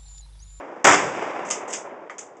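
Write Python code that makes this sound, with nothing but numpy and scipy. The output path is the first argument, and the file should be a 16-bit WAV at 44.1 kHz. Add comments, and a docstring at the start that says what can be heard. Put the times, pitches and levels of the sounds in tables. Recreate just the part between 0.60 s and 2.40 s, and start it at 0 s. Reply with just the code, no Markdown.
"""The echo of an earlier shot is fading in snowy woods when a handgun fires under a range's wooden roof.
A bright crack and a dense blast overload the small microphone, and the shelter rings briefly.
The wooded slope answers with slaps from trunks and banks, a low roll and a long, darkening echo.
Then the gun is handled: steel slides into two metallic clacks, followed by a dull knock and a bright click."""
import sys
import numpy as np
from scipy import signal
from scipy.fft import rfft, irfft, next_fast_len
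from scipy.io import wavfile
from scipy.ndimage import map_coordinates

SR = 44100
rng = np.random.default_rng(int(sys.argv[2]) if len(sys.argv) > 2 else 0)


def persist_wave(psi):
    """Save psi, clipped to +-1, as 16-bit WAV."""
    counts = np.round(np.clip(psi, -1, 1) * 32767).astype(np.int16)
    wavfile.write(sys.argv[1], SR, np.atleast_2d(counts).T)


N = 79380

SHOT_S, BLAST_RISE_S = 0.2437, 0.0027
TREE_KNOTS_PER_S, TREE_SWING_DB = 90, 1.05  # uneven returns from the trunks
CLICK_T60_S, ROOF_DB, ROOF_T60_S = 0.018, -10, 0.23

# tone curves of the sources and the microphone (frequency [Hz], gain [dB])
AIR_EQ = [(25, 0), (500, -7), (2000, -7.5), (6500, -13.5), (9000, -28)]
EARLIER_ECHO_EQ = [(25, -19.5), (70, -31.5), (150, -15), (300, 0), (500, 3.5), (1000, -3), (2200, -15.5),
                   (3500, -32.5), (6800, -38.5), (9000, -50)]
ROLL_EQ = [(25, -36.5), (65, -34), (100, -2.5), (170, 2.5), (260, 2), (600, -41), (2000, -90)]
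WOODS_EQ = [(25, -34), (65, -45.5), (110, -21), (200, -10), (330, 1), (550, 3.5), (1000, 0.5), (1500, -7),
            (2300, -10), (3300, -23), (6500, -31), (9000, -40.5)]
SLAP_EQ = [(40, -39), (150, -17.5), (350, -1.5), (700, 2), (1200, -6.5), (2500, -20.5), (6000, -36.5)]
CLACK_EQ = [(300, -35), (1500, -14), (2700, 0), (3800, -7.5), (5200, -1), (6600, 3), (8000, -1.5),
            (9500, -5.5)]
TICK_EQ = [(300, -29), (1500, -9), (3000, -9.5), (5000, -9), (6300, 1.5), (8000, -2), (9500, -3.5)]
KNOCK_EQ = [(150, -24), (500, -8), (1200, -1.5), (1700, -4), (2200, -1.5), (2800, -21), (5000, -24),
            (9000, -40)]
CRACK_EQ = [(300, -40), (2000, -17), (6000, 7), (9000, 13.5)]
BLAST_EQ = [(25, -32.5), (65, -40), (110, -16), (200, -9.5), (260, -1), (330, 0.5), (450, 0.5), (1000, 4.5),
            (2100, 1), (3200, -11), (5200, -11), (7000, -8), (9000, -17.5)]
MIC_EQ = [(20, -20.5), (100, 1), (3500, 2), (4000, -9), (4220, -16.5), (4450, -7.5), (4900, 0.5),
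          (7700, 4.5), (8400, -7), (8900, -20), (9400, -55), (10500, -68)]
# fader curves of the three echo beds (time [s], level [dB])
EARLIER_ECHO_FADER = [(0, -33), (.04, -38), (.2, -41.5), (.235, -43.5), (.8, -56.5), (1.8, -84)]
ROLL_FADER = [(.25, -42), (.40, -39.5), (.47, -40.5), (.54, -47), (.7, -57.5), (.9, -54), (1.1, -69),
              (1.8, -78)]
WOODS_FADER = [(.25, -23), (.5, -34), (.58, -32), (.63, -31), (.72, -33.5), (.83, -33), (.95, -35),
               (1.1, -33.5), (1.18, -36.5), (1.3, -37.5), (1.5, -43), (1.63, -43), (1.8, -45)]
# distinct slaps from trunks and banks (time [s], peak [dB])
SLAP_CUES = [(.480, -20.5), (.522, -24), (.551, -18), (.594, -18), (.6245, -16.5), (.627, -17),
             (.677, -19.5), (.764, -23.5), (.793, -20.5)]
# steel pressing on steel (start [s], end [s], start level [dB], end level [dB])
SLIDE_CUES = [(.850, .906, -49, -36), (1.077, 1.11, -50, -36.5)]
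# contacts of the gun's parts (time [s], steel clack [dB], light tick [dB], dull knock [dB])
CONTACT_CUES = [(.851, -56, -42, -61), (0.9033, -22.5, -57, -30), (0.9098, -16, -36, -32.5),
                (0.917, -26, -25, -35), (1.08, -54, -35.5, -51), (1.107, -42, -32, -50),
                (1.129, -27, -24, -46), (1.1354, -20, -35, -55), (1.1397, -32, -21.5, -50),
                (1.497, -63, -66, -29), (1.503, -46, -68.5, -59), (1.582, -64, -28, -63),
                (1.59, -59, -27, -56), (1.769, -57, -56.5, -54)]
# resonances of the steel parts (frequency [Hz], width [Hz], lift [dB])
STEEL_RESONANCES = [(2097, 79, 12), (4920, 88, 1.5), (6230, 160, 4.5), (6690, 41, 8), (7140, 82, 7),
                    (7700, 74, -1), (8190, 73, 6.5)]
# ring of the gun's body and of the shelter (frequency [Hz], level [dB], T60 [s])
BODY_RING = [(1226, 0, 0.14), (2022, -3.5, 0.12), (2334, -11, 0.19), (3160, -16, .15), (4520, -19, .12),
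             (6330, -20, .13)]
SHELTER_RING = [(105, -19, 0.2), (296.9, -18, 0.5), (362.6, -14.5, .35), (389, -28, .6)]
# the report coming back from the shelter's walls (time [s], level [dB])
NEAR_RETURNS = [(0.267, -14.5), (0.281, -3.5), (0.291, -2), (.311, -5), (0.322, -6.5), (.332, -4),
                (0.342, -5), (0.346, -20)]
# instants when the overloaded microphone chokes (time [s], half length [s], depth [dB])
MIC_CHOKES = [(0.264, 0.0034, 12), (0.298, 0.00074, 22), (0.3064, 0.00059, 29), (.3185, .0015, 8),
              (0.329, 0.00054, 3.5)]


def amp(db):
    """Decibels to gain."""
    return 10 ** (np.asarray(db) / 20)


def eq_db(eq, hz):
    """A tone curve read on a log frequency axis."""
    knots_hz, db = np.transpose(eq)
    return np.interp(np.log(hz + 1), np.log(knots_hz + 1), db)


def since(s):
    """Seconds since s, zero before it."""
    return np.maximum(np.arange(N) / SR - s, 0)


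def fader_db(points):
    """A fader curve read at every sample."""
    return np.interp(since(0), *np.transpose(points))


def strike(s, t60, rise=.0003):
    """Hit envelope: quick attack at s, exponential decay."""
    t = since(s)
    return (1 - np.exp(-t / rise)) * amp(-60 * t / t60)


def coloured(x, eq):
    """Minimum-phase EQ, so nothing rings ahead of a hit."""
    size = 2 * next_fast_len(N)
    cepstrum = irfft(np.log(amp(eq_db(eq, np.fft.rfftfreq(size, 1 / SR)))), size)
    cepstrum[1:size // 2] *= 2
    cepstrum[size // 2 + 1:] = 0
    return irfft(rfft(x, size) * np.exp(rfft(cepstrum)), size)[:N]


def noise(eq, resonances=()):
    """Fresh noise of rms 1 with the given tone and resonances."""
    f = np.fft.rfftfreq(N, 1 / SR)
    peaks_db = sum(lift / (1 + (2 * (f - hz) / width) ** 2) for hz, width, lift in resonances)
    x = irfft(rfft(rng.standard_normal(N)) * amp(eq_db(eq, f) + peaks_db), N)
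    return x / np.sqrt(np.mean(x ** 2) + 1e-20)


def wobble(knots_per_s):
    """A smooth random curve."""
    return map_coordinates(rng.standard_normal(N // 16), [since(0) * knots_per_s], mode="mirror")


def air(level_db=-69.5):
    """A quiet bed of outdoor hiss."""
    return amp(level_db) * noise(AIR_EQ)


def earlier_echo():
    """The tail of an earlier shot rolls away among the trunks."""
    wash = noise(EARLIER_ECHO_EQ)
    return wash * amp(fader_db(EARLIER_ECHO_FADER) + TREE_SWING_DB * wobble(TREE_KNOTS_PER_S))


def roll():
    """The bass of the shot rolls back from the slope."""
    return noise(ROLL_EQ) * amp(fader_db(ROLL_FADER)) * (since(SHOT_S) > 0)


def woods(loss_db_per_s_khz=5, neutral_s=0.8):
    """Countless returns from the trees, duller as their path through the air grows."""
    hz, t, spectrum = signal.stft(noise(WOODS_EQ), SR, nperseg=256)
    extra_path_s = (t - neutral_s).clip(-.3, 1)  # brighter than WOODS_EQ before neutral_s, darker after
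    tilt = amp(-loss_db_per_s_khz * hz[:, None] / 1000 * extra_path_s)
    wash = signal.istft(spectrum * tilt, SR, nperseg=256)[1][:N]
    level_db = fader_db(WOODS_FADER) + TREE_SWING_DB * wobble(TREE_KNOTS_PER_S)
    return wash * amp(level_db) * (since(SHOT_S) > 0)


def slaps(scatter_db=-28.5, t60=0.026):
    """Single hard surfaces send back a dulled pressure pulse with a short scattered tail."""
    scatter = amp(scatter_db) * rng.standard_normal(N)
    pulses = sum(amp(db) * (signal.unit_impulse(N, round(s * SR)) + scatter * strike(s, t60))
                 for s, db in SLAP_CUES)
    pulse_peak = np.abs(coloured(signal.unit_impulse(N), SLAP_EQ)).max()
    return coloured(pulses, SLAP_EQ) / pulse_peak


def slides(grip_db=3, grip_knots_per_s=220):
    """Steel scrapes unevenly on steel, pressing harder toward each clack, then dies under the roof."""
    t = since(0)
    push = sum(amp(np.interp(t, [start, end], [start_db, end_db]) - 60 * since(end) / ROOF_T60_S)
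               * (t > start) for start, end, start_db, end_db in SLIDE_CUES)
    return noise(TICK_EQ, STEEL_RESONANCES) * push * amp(grip_db * wobble(grip_knots_per_s))


def contact_envelope(times, levels_db):
    """Short hits, each answered by the roof, summed in power."""
    power = np.zeros(N)
    for s, db in zip(times, levels_db):
        roof = amp(ROOF_DB) * strike(s, ROOF_T60_S, rise=0.0026)
        power += amp(db) ** 2 * (strike(s, CLICK_T60_S) ** 2 + roof ** 2)
    return np.sqrt(power)


def handling(ring_db=-9):
    """Each contact excites the steel parts and the body of the gun in its own blend."""
    times, clacks_db, ticks_db, knocks_db = np.transpose(CONTACT_CUES)
    ring = sum(amp(knock_db + db) * np.sin(2 * np.pi * (hz * since(s) + rng.random())) * strike(s, t60)
               for s, knock_db in zip(times, knocks_db) for hz, db, t60 in BODY_RING)
    clack = noise(CLACK_EQ, STEEL_RESONANCES) * contact_envelope(times, clacks_db)
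    tick = noise(TICK_EQ, STEEL_RESONANCES) * contact_envelope(times, ticks_db)
    knock = noise(KNOCK_EQ) * contact_envelope(times, knocks_db)
    return clack + tick + knock + amp(ring_db) * ring


def shot(crack_db=-2.5, blast_db=-3):
    """A bright crack, then the blast fills the shelter, bounces back from nearby and leaves a low ring."""
    crack = amp(crack_db) * noise(CRACK_EQ) * strike(SHOT_S, t60=0.12)
    blast = amp(blast_db) * noise(BLAST_EQ) * strike(SHOT_S, t60=0.42, rise=BLAST_RISE_S)
    bounces = sum(amp(db) * strike(s, t60=.03, rise=BLAST_RISE_S) for s, db in NEAR_RETURNS)
    ring = sum(amp(db) * np.sin(2 * np.pi * hz * since(SHOT_S)) * strike(SHOT_S, t60, rise=.015)
               for hz, db, t60 in SHELTER_RING)
    return crack + blast + noise(BLAST_EQ) * bounces + ring


def scene():
    """The mono mix that reaches the microphone."""
    low_cut = signal.butter(2, 300, "high", fs=SR, output="sos")  # the small parts radiate no bass
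    gun_parts = signal.sosfilt(low_cut, handling() + slides())
    return (shot() + woods() + slaps() + roll() + earlier_echo() + gun_parts + air())[None]


def record(dry, overload_db=-6, ceiling_db=-3, top_hz=15800):
    """The microphone chokes, saturates and colours the sound; the recorder clips and trims the top."""
    choke_db = sum(depth * np.exp(-((since(0) - s) / half) ** 2) for s, half, depth in MIC_CHOKES)
    saturated = amp(overload_db) * np.tanh(dry[0] * amp(-choke_db) / amp(overload_db))
    mic = coloured(saturated, MIC_EQ)
    clipped = mic / (1 + np.abs(mic / amp(ceiling_db)) ** 16) ** (1 / 16)  # tight knee
    high_cut = signal.ellip(12, .1, 100, top_hz, fs=SR, output="sos")
    return signal.sosfilt(high_cut, clipped)[None]


dry = scene()
out = record(dry)
persist_wave(out)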